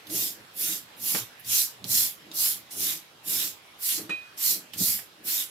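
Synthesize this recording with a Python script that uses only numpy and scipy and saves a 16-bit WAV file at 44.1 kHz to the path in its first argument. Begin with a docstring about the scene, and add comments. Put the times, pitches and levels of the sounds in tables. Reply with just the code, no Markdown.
"""A hand brush sweeps metal dust off a sheet of abrasive paper on a workshop bench, stroke after stroke.
The bristles land with a tap, then rasp over the grit: thousands of tiny ticks a second blend into
a high fizz, a sharp bite and a lower growl. The hand jolts the bench, which rumbles underneath.
Elsewhere in the shop something knocks and a piece of metal rings, over a steady room noise."""
import sys
import numpy as np
from scipy import signal
from scipy.io import wavfile
from scipy.ndimage import uniform_filter1d, map_coordinates

SR = 44100
rng = np.random.default_rng(int(sys.argv[2]) if len(sys.argv) > 2 else 0)


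def dump_mix(stems):
    """Bounce the given channels to the path in sys.argv[1] as a 16-bit WAV at rate SR."""
    frames = np.atleast_2d(stems).T  # one column per channel
    limited = np.clip(frames, -1, 1)  # hard clip at full scale
    pcm = np.round(limited * 32767).astype(np.int16)
    wavfile.write(sys.argv[1], SR, pcm)


N = 242550
T = np.arange(N) / SR

# the fizz of the bristle tips: (frequency [Hz], level [dB])
FIZZ_TONE = [(7000, -27), (8300, -12.5), (9200, -2.5), (11000, 1), (12500, 4), (14000, 0.5), (15500, -3.5),
             (16500, -68)]
SWING_S = 0.096  # a stroke ends this long after the brush lifts


def brush():
    """Bristles tick over the grit in three layers (fizz, bite, growl), uneven as tufts catch."""
    # sweeps of the brush: (start [s], rise [s], hold [s], top fizz level [dB], climb [dB], sag [dB],
    # bite over fizz at start [dB], at lift [dB], growl over fizz at start [dB], at lift [dB],
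    # growl left minus right [dB], time from start to a brief growl swell or dip [s], its size [dB])
    strokes = [(0.097, 0.094, 0.11, -28, 14.7, 6.4, -6.5, -6.5, -13, -10, -1, .12, 3),
               (0.535, 0.11, 0.11, -27, 34, 5, -13, -6, -16, -9, -4, .2, 3),
               (0.967, 0.15, 0.069, -27, 32, 1.3, -10.5, -5.5, -16.5, -10, -4, .13, 3),
               (1.446, 0.14, 0.043, -22, 29.7, 2.4, -5, -5, -4.5, -16, 6, .15, -10),
               (1.847, .12, 0.11, -22, 39, 8.3, -4, -8, -18, -11.5, -2.5, .075, -3),
               (2.342, .1, 0.087, -22.5, 17, 6.8, -7, -8.5, -20, -13, -1.5, .055, -5),
               (2.706, 0.014, 0.025, -39.5, 16, 1, -3.5, -7.5, -15, -13, -2, .03, 1.5),
               (2.736, 0.11, 0.096, -27.5, 32, 5.4, -8.5, -5, -16, -7.5, -3, .155, 7),
               (3.239, 0.083, .15, -28, 26, 3.2, -8.5, -4.5, -12, -8, -4, .172, 5),
               (3.789, .1, 0.1, -26, 27, 8, -11, -5.5, -16, -12, -1, .125, 5),
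               (4.378, 0.12, 0.032, -23.5, 20.6, 1.5, -6, -5.5, -6, -17, 1, .115, -7),
               (4.737, 0.0054, 0.023, -47, 6, 2, 1, -6, -12, -12, -2, .02, 1.5),
               (4.779, 0.071, 0.12, -23, 13.2, 6.6, -5.5, -9.5, -21.5, -12, 1, .058, -8),
               (5.237, 0.065, 0.12, -26.5, 29, 4.3, -8, -6.5, -14, -8, -2, .17, 3)]
    # the bite of bristles on grit: (frequency [Hz], level [dB])
    bite_tone = [(300, -19), (700, -41), (1500, -20.5), (2200, -15), (3000, -12.5), (3800, 2), (4500, 0),
                 (5300, 3), (6300, 0), (7500, 3), (8300, -2), (9500, -26.5)]
    # the growl of the paper itself: (frequency [Hz], level [dB])
    growl_tone = [(300, -36.5), (800, -19.5), (1700, -12), (2600, -8), (3300, 2.5), (3800, 9.5),
                  (4500, -17), (6500, -31.5)]
    fizz_gain, bite_gain, *growl_gains = sum(stroke_gains(*row) for row in strokes)
    travel = np.zeros(N)  # runs from 0 to 1 in each stroke
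    for start, rise, hold, *_ in strokes:
        travel[T >= start] = ((T[T >= start] - start) / (rise + hold + SWING_S)).clip(0, 1)
    tufts = wobble((3, N), samples=200)
    tips = stereo(grit_ticks(per_s=13000, spread_db=-1.5), likeness=1.0)
    near, stray = grit_ticks(per_s=9000, spread_db=2.0)
    # the right microphone hears the brush travel past, an upside-down bounce and scattered sound
    moving = delay(near, ms=-0.2 + 0.57 * travel)
    bounce = -0.41 * delay(near, ms=0.635)
    rasp = np.array([near, unit_level(0.093 * moving + bounce + 2.35 * stray)])
    fizz = fizz_gain * mic_tones(gain(0.3 + 0.51 * tufts[0]) * unit_level(colour(tips, FIZZ_TONE)))
    bite = bite_gain * mic_tones(gain(3.5 + tufts[1]) * unit_level(colour(rasp, bite_tone)))
    growl = np.array(growl_gains) * gain(2.5 + 0.66 * tufts[2]) * unit_level(colour(rasp, growl_tone))
    return fizz + bite + growl


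def stroke_gains(start, rise, hold, top_db, climb_db, sag_db, bite_db, lift_bite_db,
                 growl_db, lift_growl_db, pan_db, swell_s, swell_db):
    """Loudness of fizz, bite, left and right growl in one stroke: a quick climb, a sag, a fall."""
    touch_db_per_s, fall_db_per_s, ease_s = 1500, 308, 0.0087
    top, lift = start + rise, start + rise + hold
    touch = touch_db_per_s * (start - T).clip(0)
    climb = climb_db * ((top - T) / rise).clip(0, 1) ** 2.67
    sag = sag_db * ((T - top) / hold).clip(0, 1) ** 2
    fall = fall_db_per_s * ease_s * np.logaddexp(0, (T - lift) / ease_s)
    fizz = top_db - touch - climb - sag - fall
    arch = np.sin(np.pi * ((T - start) / (lift + SWING_S - start)).clip(0, 1)) ** 2
    swell = swell_db * np.exp(-((T - start - swell_s) / 0.03) ** 2)
    # the duller layers get part of the fall back, so they linger
    bite = fizz + np.interp(T, [start, lift], [bite_db, lift_bite_db]) + arch + 0.12 * fall
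    growl = fizz + np.interp(T, [start, lift], [growl_db, lift_growl_db]) + swell + 0.073 * fall
    # the growl swings right at both ends of the stroke
    pan = pan_db + np.interp(T, [start, top, lift, lift + SWING_S], [-1.5, 0, -2, -13.5])
    return gain(np.maximum([fizz, bite, growl + pan / 2, growl - pan / 2], -200))


def grit_ticks(per_s, spread_db):
    """Two streams of ticks: bristles hit grains of unequal size at random moments."""
    size = gain(spread_db * np.minimum(rng.exponential(1, (2, N)), 5))
    sign = rng.choice([-1., 1.], (2, N))
    hits = rng.random((2, N)) < per_s / SR
    return unit_level(size * sign * hits)


def hand_shading(x, patch_db):
    """The moving hand and brush block and reflect sound, so bands of pitch swell and sink."""
    hz, _, spectrum = signal.stft(x, SR, nperseg=256, noverlap=192)
    patches = rng.standard_normal((3, spectrum.shape[2], len(hz))).transpose(0, 2, 1)
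    patches = uniform_filter1d(patches, 3, axis=1)
    patches = unit_level(uniform_filter1d(uniform_filter1d(patches, 35), 35))
    apart = np.clip((9000 - hz) / 2000, 0, 1)[:, None]  # the top octave moves alike on both sides
    shade = apart * patches[:2] + (1 - apart) * patches[2]
    return signal.istft(spectrum * gain(patch_db * shade - 1.76), nperseg=256, noverlap=192)[1][:, :N]


def bristle_taps():
    """A tuft strikes the paper: a crisp tick rings a papery note, then late bristles scatter in a puff."""
    # bristles landing: (time [s], level [dB], paper pitch [Hz], fizz in the puff [dB],
    # left minus right [dB], rise [ms])
    landings = [(0.069, -31, 3620, -0.5, -4, 1), (0.0993, -29.5, 3820, -9, -9, 0.92),
                (1.395, -49.5, 2830, 15, -16, 1.1), (1.446, -33, 4660, -13, 0, 1.2),
                (1.8423, -22, 4200, -7, -4, 0.16), (2.314, -25.5, 3780, -17, -2, 1.4),
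                (2.3416, -33, 5800, -4, 2, 1.2), (2.7065, -36, 6640, -5, 0, 2.5),
                (4.374, -29.5, 5500, -12, 6, 2.5), (4.735, -23, 3050, -8, -5, 0.56),
                (4.781, -24, 5900, -10, 3, .9), (4.989, -28, 1740, -14, -10.5, 2.2)]
    out = np.zeros((2, N))
    noise = rng.standard_normal((2, N))
    fizz = unit_level(colour(noise[0], FIZZ_TONE))
    t = T[:4000]
    for start, db, hz, fizz_db, pan_db, rise_ms in landings:
        at = slice(round(start * SR), round(start * SR) + len(t))
        note = sum(share * np.sin(2 * np.pi * ratio * hz * t)
                   for ratio, share in ((1, 0.54), (1.32, 0.22), (1.75, 0.23)))
        attack = (1 - np.exp(-1000 * t / rise_ms)) ** 2
        tick = 2.13 * note * attack * gain(-60 * t / (0.0063 + 0.005 * rise_ms))
        puff = unit_level(resonate(noise[:, at], hz, width=1600)) + gain(fizz_db) * fizz[at]
        shape = gain(-13.5) * burst(start, rise_ms / 1000, fade=0.02)
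        shape += gain(-17) * burst(start, rise=0.0035, fade=0.16)
        out[:, at] += gain(db + np.array([[0.5], [-0.5]]) * pan_db) * (tick + puff * shape[at])
    return out


def bench_rumble():
    """Jolts and knocks ring the low notes of the bench; knocks add a clatter that lasts longer."""
    # the natural notes of the bench: (pitch [Hz], width [Hz], level [dB])
    bench_notes = [(112.5, 26, -4.5), (184.4, 55.5, 0), (250.7, 32, -2), (317.4, 52, 3), (397, 68, -3.5),
                   (580, 140, -7.5)]
    # the hand jolts the bench: (time [s], level [dB], share of the bench's upper three notes [dB],
    # lowest note's level [dB], rise [dB/s], hold [s], time to fade 60 dB [s])
    jolts = [(0.119, -32.5, -1.5, -47.5, 400, .04, .6), (0.625, -43, -3.5, -64, 200, .02, .6),
             (.69, -38.5, -1, -75, 250, 0.011, .5), (1.01, -44.5, -6.5, -57, 330, .11, .4),
             (1.146, -36, -5.5, -58, 600, 0.0068, .3), (1.225, -55, 1, -46, 200, 0.015, 0.2),
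             (1.47, -53, -16, -48.5, 300, .07, 0.46), (1.846, -38.5, -8, -43, 400, .01, .25),
             (1.903, -41.5, -7, -42, 270, 0.032, 0.52), (2.255, -45, -4.5, -60, 202, 0.022, 0.9),
             (2.323, -43, -1, -68, 270, .01, .3), (2.455, -52, -3.5, -61, 150, .14, 0.43),
             (2.768, -40, -1, -56.5, 350, 0.11, 0.34), (2.952, -45, -2.5, -64, 150, .02, 0.26),
             (3.276, -42.5, -2, -54.5, 380, 0.19, .35), (3.974, -41.5, -1, -53, 298, .06, .4),
             (4.53, -42, -1.5, -76, 170, 0.045, 0.48), (4.763, -42, -6, -49.5, 500, 0.0059, 0.26),
             (4.808, -28, -9.5, -41.5, 700, 0.0089, 0.14), (4.895, -41, -4.5, -47, 300, .005, .35),
             (4.955, -43, -9, -52, 200, .005, .17), (5.21, -46.5, -1.5, -69, 330, .02, .5),
             (5.278, -38, -1.5, -70, 200, .005, 0.18), (5.41, -53.5, -2, -70, 100, .02, 0.44)]
    # dull knocks: (time [s], level [dB], clatter boost [dB], time for the thud to fade 60 dB [s])
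    knocks = [(1.145, -29.5, 7.5, 0.12), (1.84, -39, -13, 0.1), (3.98, -32, -6.5, 0.2),
              (4.093, -28.5, 0, 0.12), (4.811, -28, -13, 0.11)]
    # the clatter of a knock: (frequency [Hz], level [dB])
    clatter_tone = [(200, -8), (400, 2), (800, 0.5), (1600, 1.5), (3600, -1.5), (5000, -12), (8000, -12.5),
                    (14000, -24)]
    noise = stereo(rng.standard_normal((2, N)), likeness=0.89)
    boom, *notes = (gain(db) * unit_level(resonate(resonate(noise, hz, width), hz, width))
                    for hz, width, db in bench_notes)
    times, _, upper_db, *_ = np.transpose(jolts)
    upper = np.clip(gain(np.interp(T, times, upper_db)), 0, 1)
    wood = np.sqrt(1 - upper ** 2) * unit_level(sum(notes[:2])) + upper * unit_level(sum(notes[2:]))
    clatter = unit_level(colour(stereo(rng.standard_normal((2, N)), likeness=0.08), clatter_tone))
    wood_gain = boom_gain = np.zeros(N)
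    for time, db, _, boom_db, rise, hold, fade in jolts:
        wood_gain = np.maximum(wood_gain, jolt(time, db - 7, rise, hold, fade))
        boom_gain = np.maximum(boom_gain, jolt(time, boom_db, 0.77 * rise, hold, 0.91 * fade))
    out = wood * wood_gain + boom * boom_gain
    for time, db, clatter_db, fade in knocks:
        thud = 0.39 * wood * burst(time, 0.004, fade)
        rattle = gain(clatter_db - 7.5) * clatter * burst(time, 0.001, 1.93 * fade)
        out += gain(db + 1) * (thud + rattle)
    return out * gain([[-0.7], [0.7]])


def jolt(time, db, rise_db_per_s, hold, fade):
    """The shaking of the bench builds up until the given time, holds and dies away."""
    return gain(db - rise_db_per_s * (time - T).clip(0) - 60 * (T - time - hold).clip(0) / fade)


def metal_ring(start=4.095):
    """Struck metal some way off: its notes swell and waver as the echoes of the room arrive."""
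    # the natural notes of the metal: (pitch [Hz], level [dB], time to fade 60 dB [s])
    metal_notes = [(1400, -37, 0.36), (1860, -9, 0.14), (2483, 4.5, 0.34), (2560, -5, 0.14),
                   (3120, -24, 0.52), (3930, -13.5, 0.31)]
    phases = rng.random(len(metal_notes))
    wavers = wobble((len(metal_notes), 2, N), samples=900)
    age = (T - start).clip(0)
    swell = (1 - np.exp(-age / 0.0081)) ** 2
    arrival = T - np.array([[0], [0.00008]])  # the right microphone is a little further away
    ring = sum(gain(db + 1.2 * waver - 60 * age / fade) * np.sin(2 * np.pi * (hz * arrival + phase))
               for (hz, db, fade), phase, waver in zip(metal_notes, phases, wavers))
    return gain([[-27.5], [-23]]) * swell * ring


def room_echo(x):
    """The room answers with a short wash of echoes, duller than the direct sound."""
    t = T[:SR // 2]
    tail = rng.standard_normal((2, len(t))) * gain(-60 * t / 0.2) * (t > 0.008)
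    tail = colour(tail, [(1000, 4), (5000, -5.5), (12000, -11.5)])
    return signal.fftconvolve(x, tail / np.linalg.norm(tail[0]), axes=1)[:, :N]


def room_noise():
    """A soft, steady rush whose tone and level drift a little."""
    # the tone of the room noise: (frequency [Hz], level [dB])
    noise_tone = [(15, -45), (25, -22), (130, -5.5), (280, -8.5), (430, -5.5), (730, -5), (1060, -5.5),
                  (3130, -6.5), (4200, -9.5), (5000, -12), (8500, -20), (12400, -18.5), (15000, -26),
                  (16500, -34)]
    # how alike its left and right sides are: (frequency [Hz], likeness [0 to 1])
    side_likeness = [(60, 0.16), (150, 0.95), (380, 0.67), (950, 0.075), (2380, 0.011), (5980, 0.074),
                     (15000, 0.18)]
    # its slow drift: (time [s], level [dB])
    drift = [(0, -0.5), (1, 0), (2, -1), (2.7, -1), (3.2, -3), (3.7, -1.5), (4.3, -1.5), (5.1, -2.5),
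             (5.5, -3.5)]
    frames, hz = N // 256 + 5, np.fft.rfftfreq(1024, 1 / SR)
    a, b, c, d, patches = rng.standard_normal((frames, 513, 5)).T
    patches = unit_level(uniform_filter1d(uniform_filter1d(patches, 12, 0), 14, 1))
    spectrum = stereo([a + 1j * b, c + 1j * d], look_up(side_likeness, hz)[:, None])
    spectrum *= gain(look_up(noise_tone, hz)[:, None] + 1.9 * patches)
    rush = unit_level(signal.istft(spectrum, nperseg=1024, noverlap=768)[1][:, :N])
    return gain([[-52], [-50]]) * gain(np.interp(T, *np.transpose(drift))) * rush


def mic_tones(x):
    """The two microphones each colour the sound in their own way."""
    # the balance between the microphones: (frequency [Hz], left minus right [dB])
    balance = [(1000, -7), (2000, 3.5), (4000, -4), (5200, 2), (6200, -2), (7200, -1.5), (8300, -10.5),
               (9600, 2), (11000, -7.5), (12400, -4.5), (14500, -1.5)]
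    return np.array([colour(channel, [(hz, side * db / 2) for hz, db in balance])
                     for channel, side in zip(x, (1, -1))])


def gain(db):
    """Turns decibels into a factor to multiply by."""
    return 10 ** (np.asarray(db) / 20)


def unit_level(x):
    """Scales a signal to an average (rms) level of 1."""
    return x / np.sqrt(np.mean(x ** 2) + 1e-20)


def look_up(points, hz):
    """Reads between the rows of a (frequency, value) table, with octaves evenly spaced."""
    row_hz, value = np.transpose(points)
    return np.interp(np.log(hz + 1), np.log(row_hz + 1), value)


def colour(x, points):
    """Shapes the tone by a (frequency, dB) table; clicks keep their sharp start."""
    log_gain = np.log(gain(look_up(points, abs(np.fft.fftfreq(2048, 1 / SR)))))
    response = np.fft.ifft(np.exp(log_gain - 1j * signal.hilbert(log_gain).imag)).real
    response = response.reshape((1,) * (x.ndim - 1) + (-1,))
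    return signal.oaconvolve(x, response, axes=-1)[..., :x.shape[-1]]


def resonate(x, hz, width):
    """Makes a signal ring at one pitch; a smaller width (Hz) rings longer."""
    decay = np.exp(-np.pi * width / SR)
    return 2 * signal.lfilter([1 - decay], [1, -decay * np.exp(2j * np.pi * hz / SR)], x).real


def burst(start, rise, fade):
    """A loudness curve that rises, then drops 60 dB every `fade` seconds."""
    age = (T - start).clip(0)
    return (1 - np.exp(-age / rise)) * gain(-60 * age / fade)


def wobble(shape, samples):
    """Smooth random curves; more samples make them slower."""
    return unit_level(uniform_filter1d(uniform_filter1d(rng.standard_normal(shape), samples), samples))


def stereo(pair, likeness):
    """Mixes two noises into left and right: likeness 0 is unrelated, 1 is identical."""
    return np.array([pair[0], likeness * pair[0] + np.sqrt(1 - likeness ** 2) * pair[1]])


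def delay(x, ms):
    """Delays a signal by a time that may change as it plays."""
    return map_coordinates(x, [np.arange(N) - ms * SR / 1000], order=3)


def scene():
    """The brush and its echo, then the bench, the metal and the room noise."""
    sweeping = hand_shading(brush(), patch_db=2.5) + bristle_taps()
    return sweeping + gain(-12) * room_echo(sweeping) + bench_rumble() + metal_ring() + room_noise()


def record(dry):
    """Small microphones lose the deep bass, and the recorder cuts the highest treble."""
    bass_cut_hz, treble_cut_hz = 45, 16150
    thin = signal.sosfilt(signal.butter(2, bass_cut_hz, "high", fs=SR, output="sos"), dry)
    treble_cut = signal.firwin(511, treble_cut_hz, window=("kaiser", 9), fs=SR)
    return signal.oaconvolve(thin, treble_cut[None], "same")


dry = scene()
out = record(dry)
dump_mix(out)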